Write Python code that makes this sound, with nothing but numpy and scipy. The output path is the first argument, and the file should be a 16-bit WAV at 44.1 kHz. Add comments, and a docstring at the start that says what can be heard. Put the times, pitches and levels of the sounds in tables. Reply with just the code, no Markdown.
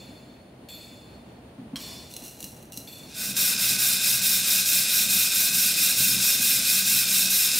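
"""A small, quiet room: low noise, mains hum and a faint ringing tick about once a second, as of a clock.
Hands bump the desk. Near 1.8 s a plane iron (the blade of a wood plane) lands on an oiled whetstone
and skids, then slides and clicks as it is rocked until its bevel, the sloping edge, lies flat.
From about 3.1 s it is sharpened in quick strokes: grit rasps the steel and makes it bend and ring,
while the hands rumble the desk."""
import sys
import numpy as np
from scipy import signal
from scipy.fft import rfft, irfft, next_fast_len
from scipy.io import wavfile
from scipy.ndimage import map_coordinates

SR = 44100
rng = np.random.default_rng(int(sys.argv[2]) if len(sys.argv) > 2 else 0)


def store_wav(level_fs):
    """Save 16-bit WAV to argv[1]."""
    pcm = np.round(np.clip(np.atleast_2d(level_fs), -1, 1) * 32767)
    wavfile.write(sys.argv[1], SR, pcm.T.astype(np.int16))


N = 334719
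TIME = np.arange(N) / SR
PADDED = next_fast_len(N + SR)
FREQS = np.maximum(np.arange(PADDED // 2 + 1) * SR / PADDED, 1)
HONING_START_S = 3.137

# the blade lands flat on the stone and bounces once: t/s, level/dB
LANDING = [(1.758, -34.5), (1.765, -35)]


def from_db(db):
    """Turn decibels into a factor to multiply by."""
    return 10 ** (np.asarray(db) / 20)


def rms_one(x):
    """Scale a signal so that its average power is 1."""
    return x / np.sqrt(np.mean(x ** 2) + 1e-20)


def shape_db(points, resonances=()):
    """A smooth tone colour with a hump for each resonance, in dB at every frequency."""
    hz, db = np.transpose(points)
    humps = sum(lift / (1 + (2 * (FREQS - centre) / width) ** 2) for centre, width, lift in resonances)
    return np.interp(np.log(FREQS), np.log(hz), db) + humps


def filtered(x, gain):
    """Turn each frequency up or down by its own gain."""
    return irfft(rfft(x, PADDED) * gain, PADDED)[..., :N]


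def body(x, db):
    """Colour a sound as an object does, ringing only after it is hit (a minimum-phase filter)."""
    cepstrum = irfft(np.log(rms_one(from_db(db))), PADDED)
    cepstrum[1:PADDED // 2] *= 2
    cepstrum[PADDED // 2 + 1:] = 0
    return filtered(x, np.exp(rfft(cepstrum)))


def drift(hz):
    """A random wobble of typical size 1, mostly slower than hz."""
    return rms_one(filtered(rng.standard_normal(N), 1 / (1 + (FREQS / hz) ** 2)))


def decay(t60, start=0):
    """A level that jumps to 1, then falls by 60 dB in t60 seconds."""
    return (TIME >= start) * from_db(-60 * np.clip((TIME - start) / t60, 0, 2))


def swell(start, rise, hold, t60):
    """A level that rises, holds and dies away; times in seconds."""
    fade = from_db(-60 * np.clip((TIME - start - rise - hold) / t60, 0, 2))
    return np.clip((TIME - start) / rise, 0, 1) * fade


def bursts(times, levels_db, t60):
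    """Short crunches of noise, one for each contact."""
    return rng.standard_normal(N) * sum(from_db(db) * decay(t60, s) for s, db in zip(times, levels_db))


def grit(per_s, spread_db):
    """Grains of uneven size catch at random moments."""
    sizes = from_db(spread_db * np.minimum(rng.exponential(1, N), 5)) * rng.choice([-1, 1], N)
    chance = np.clip(per_s / SR, 1e-3, 1)
    return rms_one(sizes * (rng.random(N) < chance) / np.sqrt(chance))


def reflections(x, t60, delay):
    """Dense echoes that die away, about as strong in all as the sound itself."""
    tail = rng.standard_normal(N) * decay(t60, delay)
    return signal.fftconvolve(x, tail / np.linalg.norm(tail))[:N]


def diffuse(mid, side):
    """Sound from all around: left and right are alike in the bass and differ higher up."""
    # stereo width: f/Hz, side level/dB
    width = [(100, -25), (250, -18), (550, -6.5), (1200, -2), (5000, 0), (10000, 1.5), (13000, -7.5)]
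    return mid + filtered(side, from_db(shape_db(width))) * np.array([[1], [-1]])


def room(x, wet_db, side_db):
    """Echoes from shelves and walls, different on the left and right."""
    mid, side = [reflections(x, t60=0.34, delay=0.0028) for _ in range(2)]
    return x + from_db(wet_db) * diffuse(mid, from_db(side_db) * side)


def background(air_db=-48.5, waver=0.3):
    """Low room noise with wavering mains hum and a thin electronic whine."""
    # colour of the room noise: f/Hz, level/dB
    air_colour = [(25, -35), (60, -3.5), (110, -6), (180, -2), (250, -1), (400, -9), (620, -9),
                  (850, -14.5), (1150, -22.5), (2700, -26.5), (4400, -32), (5500, -39), (15500, -44)]
    # hum and whine: f/Hz, level/dB
    tones = [(49, -79), (123, -59), (9577, -73)]
    air = diffuse(*body(rng.standard_normal((2, N)), shape_db(air_colour)))
    air *= from_db(air_db + drift(hz=4.2))
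    hum = 0
    for hz, db in tones:
        tone = np.sqrt(2) * np.sin(2 * np.pi * hz * TIME + drift(hz=2.8))
        hum += from_db(db) * tone * (1 + waver * drift(hz=6.5))
    return air + hum


def clock(wash_db=-6.5, wash_t60=1.4, swell_db=9.5, wire_db=-5.0, flutter=0.97, click_db=-1.0):
    """Each tick sets ringing a few clear tones and a wash of many weak ones."""
    # ticks: t/s, level/dB
    ticks = [(-.38, -35), (0.687, -44.5), (1.804, -44), (2.874, -46.5)]
    # tones of the clock's wire: f/Hz, level/dB, t60/s
    wire = [(2536, -11, 1.5), (3499, 1.5, 1.15), (4371, 1, 1.5), (7009, -12, 1.2), (7542, -10, 1.2),
            (8032, -14, .9), (10860, -10, .7), (11480, -16, .55), (12710, 0, .55), (14800, -13, .4)]
    # colour of the wash: f/Hz, level/dB
    colour = [(1500, -1), (2500, 10.5), (3000, 3), (5000, 9), (5800, 1), (7200, 5.5), (8800, -4),
              (11000, 3.5), (14000, -12), (15500, 5.5)]
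    # where its tones bunch up: f/Hz, width/Hz, lift/dB
    clusters = [(3574, 96, 21.8), (4100, 110, 4.9), (12700, 350, 11)]
    level = 0
    for s, db in ticks:
        spread = np.clip((TIME - s) / 0.14, 0, 1)   # the ringing spreads through the case
        level += from_db(db + wash_db + swell_db * spread) * decay(wash_t60, s)
        level += from_db(db + click_db) * decay(0.088, s)   # the blow itself
    shimmer = rng.standard_normal(N)
    shimmer = 0.54 * (shimmer + reflections(shimmer, t60=0.026, delay=0.00082))
    sound = level * body(shimmer, shape_db(colour, clusters))
    for hz, tone_db, t60 in wire:
        ringing = sum(from_db(db + tone_db + wire_db) * decay(t60, s) for s, db in ticks)
        beating = 1 + flutter * (drift(hz=23) + 1j * drift(hz=110))   # close tones flutter together
        sound += ringing * np.real(beating * np.exp(2j * np.pi * hz * TIME))
    return sound


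def desk(light_db=-12.0, thump_db=-8.0, rumble_db=-47.5, waver_db=1.8, lean_s=0.08):
    """Hands bump the desk lightly; once they lean on the stone it thumps deeper and rumbles."""
    # thumps of the hands: t/s, level/dB
    thumps = [(0.408, -49), (1.583, -22.5), (1.653, -24), (1.732, -23), (2.427, -27), (2.77, -27),
              (3.281, -26), (3.551, -21), (3.707, -22.5), (5.999, -21), (6.164, -20), (6.391, -23),
              (7.551, -24.5)]
    # the desk's resonances: f/Hz, width/Hz, lift/dB
    resonances = [(128.8, 12, 16), (190.5, 52, 19), (248, 25, 12.5)]
    s, db = np.transpose(thumps)
    leaning = s > HONING_START_S
    working = np.clip((TIME - HONING_START_S) / lean_s, 0, 1)
    rumble = working * from_db(rumble_db + waver_db * drift(hz=3.9)) * rng.standard_normal(N)
    heavy = rumble + bursts(s[leaning], db[leaning] + thump_db, t60=0.084)
    light = bursts(s[~leaning], db[~leaning] + light_db, t60=0.12)
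    # colours of heavy and light shaking: f/Hz, level/dB
    deep = [(30, -10), (80, -0.5), (250, 1), (450, -6.0), (1200, -20), (5000, -85)]
    higher = [(60, -45), (150, -5), (200, 0.5), (270, 4), (350, -22.5), (1200, -28), (5000, -72)]
    return body(heavy, shape_db(deep, resonances)) + body(light, shape_db(higher))


def knock(knock_db=-19):
    """The landing blade makes the stone ring briefly."""
    # the stone's tones: f/Hz, level/dB, t60/s
    tones = [(1180, -14, 0.26), (1740, -18, .12), (2090, -15, .12), (3250, 12, 0.031), (4170, 5, 0.061),
             (5350, 1, 0.044)]
    ring = sum(from_db(db) * decay(t60) * np.sin(2 * np.pi * hz * TIME) for hz, db, t60 in tones)
    s, db = np.transpose(LANDING)
    return signal.fftconvolve(bursts(s, db + knock_db, t60=0.0073), ring)[:N]


def skid(skid_db=-45, scuff_db=-3.0):
    """The loose blade scuffs as it lands, then skids over the grit, ringing."""
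    # colour of the skid: f/Hz, level/dB
    colour = [(500, -20), (1100, -1.5), (2500, -2), (5200, 7.5), (6300, 2.5), (8500, 2), (10000, -4),
              (15500, -6)]
    s, db = np.transpose(LANDING)
    level = from_db(skid_db) * swell(s[0], rise=0.036, hold=0.12, t60=0.98)
    scrape = level * grit(20000, spread_db=1.5) + bursts(s, db + scuff_db, t60=0.045)
    ringing = 0.7 * (scrape + reflections(scrape, t60=0.024, delay=0.00083))
    return body(ringing, shape_db(colour))


def loose_blade(force):
    """The loosely held steel rings brightly when tapped or rubbed."""
    # its colour: f/Hz, level/dB
    colour = [(600, -14), (2000, -9), (3500, -3), (7000, 3.5), (11000, 7.5), (15500, 1.5)]
    # its resonances: f/Hz, width/Hz, lift/dB
    resonances = [(2780, 300, 18), (4060, 360, 15), (5740, 270, 12), (6350, 230, 9.1), (7800, 150, 2.8)]
    return body(force, shape_db(colour, resonances))


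def clicks(touch_db=-1.0, crack_db=-4.0):
    """The blade clicks on the stone as it lands, as it rocks onto its bevel, and as its edge catches on the
    first push."""
    # the bevel touches down, then the edge catches as the first push begins (3.367 s): t/s, level/dB
    touches = [(2.138, -33), (2.165, -27), (2.405, -31), (2.4276, -29.5), (2.442, -26), (2.721, -32.5),
               (2.774, -25), (3.367, -23)]
    s, db = np.transpose(LANDING + touches)
    return loose_blade(bursts(s, db + touch_db, t60=0.021) + bursts(s, db + crack_db, t60=0.0048))


def slides(patchy_db=2.5):
    """The blade slips lightly over the grit while its bevel is laid flat."""
    # slips: t/s, rise/s, level/dB
    slips = [(2.08, 0.027, -49.5), (2.17, .09, -47), (2.38, 0.039, -49.5), (2.715, 0.018, -48.5),
             (2.75, .04, -60), (2.85, 0.15, -54.5)]
    level = sum(from_db(db) * swell(s, rise, hold=0, t60=0.94) for s, rise, db in slips)
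    return loose_blade(level * from_db(patchy_db * drift(hz=68)) * grit(12000, spread_db=4.0))


def stroke_starts(count=24, cycle_s=0.429, slowing_s=0.00095, push_share=0.512):
    """Pulls and pushes take turns in a rhythm that slows very slightly; a cycle is one of each."""
    k = np.arange(count)
    lengths = (cycle_s + slowing_s * k) * np.where(k % 2, push_share, 1 - push_share)
    return HONING_START_S + np.cumsum(lengths) - lengths


def hand(warm_up_s=0.9, cold_db=-2, trial_db=-7, trial_rise_s=0.18, trial_end_s=3.365):
    """After a light trial stroke the hand finds its swing: a pull eases in, a push bites at once."""
    # pull, then push: sharpness of start, sharpness of stop, level/dB, swell along the stroke/dB
    directions = [(3.0, 3.2, -19.5, -.8), (10.0, 3.0, -20, 1)]
    starts = stroke_starts()
    strokes_done = np.interp(TIME, starts, np.arange(len(starts)))
    stroke, part = np.divmod(strokes_done, 1)
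    attack, brake, level_db, swell_db = np.array(directions)[stroke.astype(int) % 2].T
    cold = np.exp(-np.maximum(TIME - HONING_START_S, 0) / warm_up_s)   # 1 at first, 0 in full swing
    swing = np.tanh(attack * part) * np.tanh(brake * (1 - part))
    turning_speed = 0.063 * cold + 0.31 * (1 - cold)
    speed = np.hypot(swing, turning_speed)
    contact = np.clip((TIME - HONING_START_S) / trial_rise_s + 0.5, 1e-6, 1)
    press_db = level_db + swell_db * (part - 0.5) + cold_db * cold + trial_db * (TIME < trial_end_s)
    return strokes_done, speed, press_db + 20 * np.log10(contact), cold


def bent(x, strokes_done, bend):
    """Pitch swings by the fraction bend as the blade travels along the stone and back."""
    lag = np.cumsum(bend * np.cos(np.pi * strokes_done) * (strokes_done > 0))
    return map_coordinates(x, [np.arange(N) - lag], order=5)


def honing(grains_per_s=20000, chatter_db=0.52, ring_db=-6.0, roving_hz=5490, roving_width_hz=510):
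    """Grit rasps the steel: a faster blade catches more grains and sounds louder and brighter."""
    # the treble needs speed: f/Hz, power of speed that the strength follows
    speed_law = [(1500, 0.32), (4000, 0.36), (9500, 0.6), (13000, 1)]
    # colour of the rasp: f/Hz, level/dB
    colour = [(450, -27.5), (750, -14.5), (1000, -22), (1850, -14.5), (2300, -4), (3100, -6), (4500, -1.5),
              (6100, -0.1), (8500, 0.5), (12000, -0.23), (14000, -3), (15600, -3.5)]
    # resonances of the blade held on the stone: f/Hz, width/Hz, lift/dB
    resonances = [(1474, 280, 13), (1623, 46, 7.5), (2467, 55, 7.5), (2560, 95, 7), (2715, 35, 8.5),
                  (3625, 225, 6.5), (3860, 230, 7.5), (4037, 59, 7.5), (4840, 440, 1), (4980, 130, 5.5),
                  (5450, 250, 7.5), (5445, 140, 2.5), (7500, 61, 5), (8960, 450, 3.5), (10730, 160, 2.5),
                  (12800, 700, 4), (13090, 610, 6), (15100, 440, 6)]
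    strokes_done, speed, press_db, cold = hand()
    grains = grit(grains_per_s * speed, spread_db=2.0) * from_db(press_db + chatter_db * drift(hz=92))
    hz, powers = np.transpose(speed_law)
    bands = [filtered(grains, np.interp(FREQS, hz, zone)) for zone in np.eye(len(hz))]
    force = sum(band * speed ** power for band, power in zip(bands, powers))
    bass = filtered(force, 1 / (1 + (FREQS / 1410) ** 4))
    force += from_db(-1) * cold * bass   # the first strokes rasp lower
    rasp = body(force, shape_db(colour, resonances))
    # close echoes around the blade add many narrow resonances
    ring_gain = from_db(ring_db + shape_db([(2000, 3.5), (4500, -9.0), (7000, 0.0)]))
    rasp += filtered(reflections(rasp, t60=0.043, delay=0.001), ring_gain)
    # all resonances shift as the blade travels; the roving one depends most on where the edge rests
    share = np.exp(-((FREQS - roving_hz) / roving_width_hz) ** 2)
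    roving = bent(filtered(rasp, share), strokes_done, bend=0.01996)
    others = bent(filtered(rasp, np.sqrt(1 - share ** 2)), strokes_done, bend=0.00694)
    return others + roving


def scene():
    """The stone sits straight ahead, the clock farther off."""
    handling = room(slides() + skid() + clicks() + knock() + desk(), wet_db=-5.5, side_db=-11.5)
    ticking = room(clock(), wet_db=-7.0, side_db=-7.5)
    strokes = room(honing(), wet_db=-11.5, side_db=-4.8)
    return background() + ticking + handling + strokes


def record(dry, cutoff_hz=15720):
    """The highest treble is cut off steeply."""
    return signal.sosfilt(signal.ellip(12, 0.1, 80, cutoff_hz, fs=SR, output="sos"), dry)


dry = scene()
out = record(dry)
store_wav(out)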